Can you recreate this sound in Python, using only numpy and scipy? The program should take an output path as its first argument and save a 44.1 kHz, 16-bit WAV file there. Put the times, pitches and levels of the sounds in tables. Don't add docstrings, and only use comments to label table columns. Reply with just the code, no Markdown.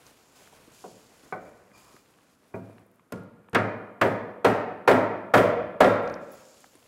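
import sys
import numpy as np
from scipy import signal
from scipy.fft import rfft, irfft
from scipy.io import wavfile
from scipy.ndimage import uniform_filter1d

SR = 44100
rng = np.random.default_rng(int(sys.argv[2]) if len(sys.argv) > 2 else 0)


def transcribe(u):
    v = np.clip(np.atleast_2d(u).T, -1, 1)
    q = np.round(v * 32767).astype(np.int16)
    wavfile.write(sys.argv[1], SR, q)


def invert_db(level):
    return 10 ** (np.asarray(level, dtype=float) / 20)


N = 303171

# f/Hz, density/dB per Hz
AIR_SPECTRUM = [(15, -47.5), (25, -25), (92, 1.5), (270, 9), (775, -4.5), (1100, 1), (4870, -23.5),
                (10700, -19), (14800, -22.5), (16000, -58)]
# start t/s, hold/s, hiss level/dB, low scuff/dB above hiss, sleeve swish/dB above hiss
MOVEMENTS = [(-.05, .12, -59, 2, -8), (0.047, 0.013, -57, -8, -13), (.13, 0.21, -63.5, 1, -0.5),
             (0.335, 0.13, -56.5, -1, -2), (0.493, 0.19, -59.5, 4, -9), (0.69, 0.21, -57, -4, 0.5),
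             (.9, 0.29, -60.5, 1, -1.5), (1.216, 0.067, -60, 2, -2), (1.39, 0.097, -65.5, 10, -1.5),
             (1.504, 0.28, -69.5, 9, -3), (1.72, 0.23, -60, .1, -1), (1.995, .33, -67.5, 3.3, -5),
             (2.38, 0.18, -70, 5, -10), (2.6, 0.18, -69.5, 9.5, -10), (2.85, .3, -78.5, 5, -4),
             (3.248, 0.3, -85, 15, -4), (6.006, 0.1, -67.5, 24, -7), (6.185, 0.18, -65.5, 3, 3),
             (6.284, 0.36, -60, -2.5, 3), (6.688, 0.15, -62.5, -1, -4)]
# f/Hz, density/dB per Hz
CLOTH_SPECTRUM = [(880, -48), (1500, -0.5), (1710, -9), (1850, -7.5), (2590, -0.5), (7240, -7), (11500, -6),
                  (13700, -14.5), (16000, -12.5)]
# f/Hz, density/dB per Hz
SCUFF_SPECTRUM = [(18, -38.5), (30, -7), (184, -1.5), (386, -4.5), (500, -0.5), (548, -6), (601, -2.5),
                  (1110, -7.5), (2500, -15), (3250, -54.5), (5500, -120)]
# lower f/Hz, upper f/Hz
WEAVE_BANDS = [(900, 3500), (3500, 8500), (8500, 12000), (12000, 18000)]
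# f/Hz, width/Hz, level/dB
DRAG_RESONANCES = [(1100, 270, 5.5), (2420, 88, 2), (4800, 540, -3), (6900, 1500, -8), (10500, 600, -11)]

# t/s, peak level/dB, centre f/Hz
TICKS = [(0.0668, -41, 5490), (0.5294, -60, 7390), (0.8094, -45, 5800), (1.0694, -53, 4540),
         (3.4968, -48, 9780), (4.3044, -63, 4800), (6.0774, -38.5, 4550), (6.1005, -42, 4700),
         (6.1416, -37, 4660), (6.4544, -45.5, 6770), (6.6064, -47, 9400), (6.7544, -46, 8370)]
# t/s, peak level/dB, centre f/Hz
BUMPS = [(0.529, -44, 650), (0.677, -47, 270), (1.235, -52, 214), (1.714, -49, 210), (1.943, -45, 253),
         (2.698, -40, 460), (2.857, -51, 374), (6.752, -47, 264), (6.825, -57, 440), (6.854, -54, 573)]
# t/s, peak level/dB, centre f/Hz
CLICKS = [(0.475, -42.5, 1100), (1.68, -55, 1400), (1.717, -46, 1500), (1.966, -44, 1060),
          (2.06, -53, 2200), (2.14, -55, 1800), (2.187, -49.5, 1500), (2.21, -56, 1800), (2.783, -45, 1630),
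          (2.996, -48, 1310), (3.106, -54, 900), (3.446, -56, 1510), (3.487, -43.5, 1200),
          (6.643, -39.5, 890), (6.755, -50, 1500), (6.828, -53, 1900), (6.862, -52.5, 2300)]
# t/s, peak level/dB, centre f/Hz
DUST = [(2.11, -55, 10500), (2.233, -60, 13000), (2.48, -57, 12500), (2.495, -59, 11000),
        (2.7975, -57, 10400), (2.8659, -54, 12700), (2.9163, -53, 12600), (2.9452, -61, 12400),
        (2.9594, -59, 10700), (3.1976, -57, 10900), (3.2365, -57, 10500), (6.0302, -53, 12500),
        (6.0965, -51, 10900), (6.1195, -68, 9500), (6.1195, -50, 13100), (6.1314, -55, 10400),
        (6.1524, -56, 10500), (6.1634, -62, 9880)]
# t/s, peak level/dB
JINGLES = [
    (6.316, -49.5),
    (6.335, -56),
]
# f/Hz, level/dB, t60/s
TOOL_MODES = [(10600, -5, 0.13), (11600, 1, 0.082), (15450, 2, .06)]

# t/s, peak level/dB, thump/dB, knock/dB, crack/dB
PLACED = [
    (0.841, -34.5, -0.5, -21, .1),
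    (1.325, -25, -5, -1.5, -5),
]
# t/s, peak level/dB, thump/dB, knock/dB, crack/dB
SEATED = [
    (2.54, -26.5, 7.5, -6.5, -21),
]
# t/s, peak level/dB, thump/dB, knock/dB, crack/dB
TAPS = [
    (3.122, -27, 9.9, -1, 10.3),
    (3.531, -34, 25, 5.5, 3.3),
]
# t/s, peak level/dB, hall level/dB
BLOWS = [
    (3.548, -9, -3.5),
    (4.014, -9.5, -1.5),
    (4.447, -6.5, -2),
    (4.877, -4.5, 0),
    (5.339, -2, -0.5),
    (5.806, -1, -2.5),
]
# t/s, peak level/dB, crack/dB, hall level/dB
REBOUNDS = [
    (5.376, -8.5, -4, -13.5),
    (5.843, -10, -12.5, -10),
    (4.055, -20, -14.5, -10),
    (4.892, -13.5, -1.5, -5.5),
    (4.912, -10.5, -3.5, -10),
]
# first blow level/dB, change/dB per blow
THUMP_TREND = (1, -1.29)
KNOCK_TREND = (5, -1.45)
CRACK_TREND = (-0.5, -0.69)
BANDS_HZ = [170, 550, 1800, 7000]

# f/Hz, level/dB, t60/s
LOOSE_MODES = [(370, 11, 0.32), (435, 4, 0.9), (597, -17, 0.27), (751, 27, 0.35), (1010, -12, 0.23),
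               (1160, -18, .15), (1513, 23.5, 0.23), (1960, -6, 0.11), (2390, 26.5, 0.12)]
# f/Hz, level/dB, t60/s
WEDGED_MODES = [(406, 0, 0.26), (588, -2.5, 0.41), (656, 1, 0.34), (945, 0, 0.22), (1137, -14, .2),
                (1425, -7, .2), (1680, -3, .15), (2430, 2.5, .16), (2530, -11, 0.069)]
# f/Hz, level/dB, t60/s
RAIL_MODES = [(402.5, -2.5, 0.37), (465.5, -1, 0.57), (607, -16.5, 0.28), (885, -9, .2), (1060, -17, 0.19),
              (1404, -2, 0.29), (1680, -10, 0.17), (2370, -15, 0.19)]
# f/Hz, level/dB, t60/s
FRAME_MODES = [(329, -6.5, 1), (367, -10, 0.35), (410.5, -5.5, 0.31), (473.6, -1.5, 0.5), (526, -3.5, 0.31),
               (550, -14.5, 0.28), (591, -5, 0.43), (639.3, -3.5, 0.57), (676, -12.5, 0.58),
               (730.3, -0.5, 0.42), (791.4, -2.5, 0.37), (920, -6, 0.22), (966, -15.5, .3),
               (1187, -13.5, 0.19), (1282, -10.5, 0.33), (1384, -2.5, 0.34), (1630, -12.5, 0.32),
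               (1770, -16, 0.17), (1898, -16, 0.25), (2072, -25, 0.14), (2490, -12.5, 0.15),
               (3120, -20.5, 0.11), (3573, -18.5, .15)]
# f/Hz, level/dB, t60/s
BENCH_MODES = [(98.7, -22.5, 0.26), (105.8, -22, 0.92), (116.1, -18, 0.34), (188, -15, 0.3), (210, -26, .4),
               (229.4, -20.5, 0.17), (256.6, -17, 0.43)]
# f/Hz, density/dB per Hz
LOOSE_RATTLE = [(59, -61), (100, -23.5), (484, -6), (854, -10.5), (1510, -11), (1780, -32), (1950, -14),
                (2430, -15), (2660, -36), (8000, -47), (10400, -80), (17600, -120)]
# f/Hz, density/dB per Hz
TIMBER_RATTLE = [(24, -54.5), (40, -43.5), (140, -18.5), (204, -9.5), (354, -9), (422, -4), (663, -6),
                 (790, -11), (965, -9), (1590, -9), (3930, -24.5), (13800, -31.5), (16000, -41)]
# f/Hz, density/dB per Hz
RADIATED = [(24, -56.5), (40, -38.5), (83, -17), (163, -8), (231, -2.5), (320, -6.5), (585, -0.5),
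            (733, -7.5), (831, -11), (918, -11), (1040, -12), (1810, -17), (3300, -35.5), (11300, -57),
            (16000, -71.5)]

# delay/s, level/dB
WALLS = [(0.018, -18.5), (.037, -16), (.055, -23)]
# f/Hz, t60/s
HALL_DECAY = [(60, 0.79), (160, 0.99), (420, 0.94), (1100, 0.93), (2910, 0.83), (7680, 0.36)]


def shape(x, points):
    hz, db = np.transpose(points)
    grid = np.linspace(1, SR / 2, 2049)
    ceps = irfft(np.interp(np.log(grid), np.log(hz), db) * np.log(10) / 20)
    ceps[1:2048] *= 2
    ceps[2049:] = 0
    response = irfft(np.exp(rfft(ceps)))
    return signal.fftconvolve(x, response)[:len(x)]


def unit(x):
    return x / np.sqrt(np.mean(x ** 2))


def band(x, lo_hz, hi_hz):
    return signal.sosfilt(signal.butter(2, [lo_hz, min(hi_hz, .45 * SR)], "band", fs=SR, output="sos"), x)


def fade(t, t60):
    return np.exp(-np.log(1000) * t / t60)


def swell(hold_s, attack_s, t60):
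    t = np.arange(int(1.2 * SR)) / SR
    attack = np.sin(np.pi / 2 * np.clip(t / attack_s, 0, 1)) ** 2
    return attack * fade(np.clip(t - attack_s - hold_s, 0, None), t60)


def add(out, x, s):
    i = int(s * SR)
    out[i:i + len(x)] += x[:N - i]


def walk(rate):
    k = int(SR / rate)
    steps = np.repeat(rng.standard_normal(N // k + 1), k)
    return uniform_filter1d(uniform_filter1d(steps, k), k)[:N]


def ring(modes, t, damp, scatter_db):
    hz, db, t60 = (c[:, None] for c in np.transpose(modes))
    detune, phase, strength = rng.standard_normal((len(hz), 3)).T[:, :, None]
    tone = np.sin(2 * np.pi * (hz * (1 + 0.0096 * detune) * t + phase))
    decay = fade(t, damp * np.clip(t60, .05, .7))
    return np.sum(invert_db(db + scatter_db * strength) * decay * tone, axis=0)


def room_air():
    return unit(shape(rng.standard_normal(N), AIR_SPECTRUM)) * invert_db(-66.5)


def clothes():
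    power = np.zeros((3, N + SR))
    for s, length, db, scuff_db, swish_db in MOVEMENTS:
        attack_share = 0.21
        move = swell(length * (1 - attack_share), 0.011 + attack_share * length, t60=0.57) ** 2
        levels = invert_db(db + np.array([[0], [scuff_db], [swish_db]]))
        i = int((s + 1) * SR)
        power[:, i:i + len(move)] += levels ** 2 * move[:N + SR - i]
    hissing, scuffing, swishing = np.sqrt(power[:, SR:])

    fibres = shape(rng.standard_normal(N) * invert_db(2 * walk(400) + .5 * walk(17)), CLOTH_SPECTRUM)
    scuff = unit(shape(rng.standard_normal(N) * invert_db(1.7 * walk(40)), SCUFF_SPECTRUM))
    patches = sum(band(fibres, lo, hi) * (invert_db(1.2 * walk(12)) - 1) for lo, hi in WEAVE_BANDS)
    hiss = unit(fibres + patches)
    upper = band(rng.standard_normal(N), 6330, 7670) * invert_db(1.2 * walk(17))
    lower = band(rng.standard_normal(N), 4400, 5800) * invert_db(1.5 * walk(14))
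    swish = unit(upper + 0.66 * lower)
    return scuff * invert_db(-1.5) * scuffing + hiss * invert_db(-2.5) * hissing + swish * invert_db(-6.5) * swishing


def squeak():
    t = np.arange(N) / SR
    start_s, top_s, period_s = 6.655, 6.712, .2
    hz = 13050 + 340 * np.cos(2 * np.pi * (t - top_s) / period_s)
    falter_db = -12 * np.exp(-((t - 6.765) / .02) ** 2)
    db = -79 + falter_db + 3 * walk(80)
    onset = np.clip((t - start_s) / .01, 0, 1)
    return np.sqrt(2) * np.sin(2 * np.pi * np.cumsum(hz) / SR) * invert_db(db) * onset


def slide():
    start_s, level_db, sag_db_per_s = 1.72, -59.5, -25
    tones, pull = np.zeros(N), np.zeros(N)
    for hz, width, db in DRAG_RESONANCES:
        grip = unit(band(rng.standard_normal(N), hz - width / 2, hz + width / 2))
        tones += invert_db(db + 2.2 * walk(29.6)) * grip
    add(pull, swell(hold_s=0.25, attack_s=0.027, t60=.15), start_s)
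    sag_db = sag_db_per_s * np.clip(np.arange(N) / SR - start_s, 0, 1)
    return unit(tones) * invert_db(level_db + sag_db) * pull


def small_things():
    out, t = np.zeros(N), np.arange(int(.2 * SR)) / SR
    # table, t60/s, half-width as a frequency ratio, skirt level/dB
    kinds = [(TICKS, .008, 1.35, -13), (BUMPS, .03, 1.7, -45), (CLICKS, .015, 1.9, -35), (DUST, .005, 1.4, -20)]
    for table, t60, width, skirt_db in kinds:
        for s, db, hz in table:
            grain = band(rng.standard_normal(len(t)) * fade(t, t60), hz / width, hz * width)
            grain = band(grain, hz / width, hz * width) + invert_db(skirt_db) * grain
            add(out, invert_db(db) * grain / np.abs(grain).max(), s - .001)
    for s, db in JINGLES:
        chatter = np.abs(band(rng.standard_normal(len(t)), 20, 300)) * 9
        add(out, invert_db(db) * ring(TOOL_MODES, t, 0.65, scatter_db=0) * chatter, s)
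    return out


def walls(x):
    out, dull = x.copy(), band(x, 79, 5000)
    for delay, db in WALLS:
        add(out, invert_db(db) * dull[:N - int(delay * SR)], delay)
    return out


def hall(x, wet_db, build_s):
    t = np.arange(int(1.3 * SR)) / SR
    tail = np.zeros(len(t))
    hz, t60 = np.transpose(HALL_DECAY)
    for centre in 45 * 2 ** np.arange(0, 8.6, .5):
        noise = band(rng.standard_normal(len(t)), centre / 2 ** 0.2, centre * 2 ** 0.32)
        decay = fade(t, np.interp(np.log(centre), np.log(hz), t60))
        tail += noise * decay / decay[int(.1 * SR)]
    tail *= 1 - np.exp(-t / build_s)
    return invert_db(wet_db) * signal.fftconvolve(x, tail)[:N]


def knock(row, modes, damp, dense_db, body_t60, rise_ms, scatter_db, rattle):
    s, peak_db, thump_db, knock_db, crack_db, hall_db = row
    tilt = [thump_db, 0, knock_db, crack_db]
    t = np.arange(int(.6 * SR)) / SR
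    clear = shape(ring(modes, t, damp, scatter_db), list(zip(BANDS_HZ, [0, 0, knock_db, 0])))
    out = clear / np.abs(clear).max() * (1 - np.exp(-(t * 1000 / rise_ms) ** 2))

    dense = rfft(unit(shape(rng.standard_normal(len(t)), rattle)))
    place = np.interp(np.log(np.linspace(1, SR / 2, len(dense))), np.log(BANDS_HZ), np.arange(4))
    lags, lasts = [2.8, 0.69, 0.8, 0.85], [2.8, 1.42, 0.81, 0.29]
    for k in range(4):
        part = irfft(dense * np.clip(1 - np.abs(place - k), 0, 1), len(t)) * fade(t, body_t60 * lasts[k])
        rise = 1 - np.exp(-(t * 1000 / (rise_ms * lags[k])) ** 2)
        out += invert_db(dense_db + tilt[k]) * part * rise
    out += invert_db(thump_db) * ring(BENCH_MODES, t, 0.93, scatter_db=3) * (1 - np.exp(-t / 0.025))

    colour = [(hz, db + np.interp(np.log(hz), np.log(BANDS_HZ), 1.29 * np.array(tilt))) for hz, db in RADIATED]
    push = shape(np.eye(1, len(t))[0], colour)
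    push = push / np.sqrt(np.sum(push ** 2))
    push = push + invert_db(-7) * clear / np.sqrt(np.sum(clear ** 2))
    return invert_db(peak_db) * out, invert_db(peak_db + hall_db) * push / np.sqrt(np.sum(push ** 2))


def mallet():
    direct, feeds = np.zeros(N), np.zeros((2, N))
    placed = [(*row, -5) for row in PLACED]
    seated = [(*row, -4.5) for row in SEATED]
    taps = [(*row, -2) for row in TAPS]
    blows = []
    for k, (s, db, hall_db) in enumerate(BLOWS):
        colour = [first + k * step for first, step in (THUMP_TREND, KNOCK_TREND, CRACK_TREND)]
        blows.append((s, db, *colour, hall_db))
    for s, db, crack_db, hall_db in REBOUNDS:
        blows.append((s, db, 0, -0.5, crack_db, hall_db))

    loose = dict(modes=LOOSE_MODES, damp=0.34, dense_db=-0.5, body_t60=0.11, rise_ms=0.54, scatter_db=11,
                 rattle=LOOSE_RATTLE)
    wedged = dict(modes=WEDGED_MODES, damp=0.47, dense_db=-5, body_t60=0.12, rise_ms=2.4, scatter_db=3,
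                  rattle=LOOSE_RATTLE)
    held = dict(modes=RAIL_MODES, damp=0.37, dense_db=-1, body_t60=0.064, rise_ms=2.5, scatter_db=-1,
                rattle=TIMBER_RATTLE)
    frame = dict(modes=FRAME_MODES, damp=0.28, dense_db=-2.5, body_t60=0.12, rise_ms=5.76, scatter_db=3.5,
                 rattle=TIMBER_RATTLE)
    # contacts, timber, lead of the onset/s
    kinds = [(placed, loose, .0008), (seated, wedged, .0011), (taps, held, .0009), (blows, frame, .003)]
    for table, timber, lead in kinds:
        for row in table:
            sound, push = knock(row, **timber)
            turn = rng.uniform(0, np.pi / 2)
            add(direct, sound, row[0] - lead)
            add(feeds[0], np.cos(turn) * push, row[0] + .004)
            add(feeds[1], np.sin(turn) * push, row[0] + .004)
    return direct, feeds


def scene():
    wood, feeds = mallet()
    bits = small_things()
    tails = sum(hall(feed + invert_db(-47) * bits, wet_db=-17, build_s=0.0035) for feed in feeds)
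    return (room_air() + clothes() + squeak() + slide() + bits + walls(wood) + tails)[None]


def top_cut(x):
    return signal.sosfilt(signal.butter(12, 16510, fs=SR, output="sos"), x)


def record(dry):
    ceiling = .7
    limited = ceiling * np.tanh(dry / ceiling)[0]
    top = signal.ellip(10, .5, 45, 15800, fs=SR, output="sos")
    mix = band(signal.sosfilt(top, limited), 32, 19000)[None]
    return top_cut(mix)


dry = scene()
out = record(dry)
transcribe(out)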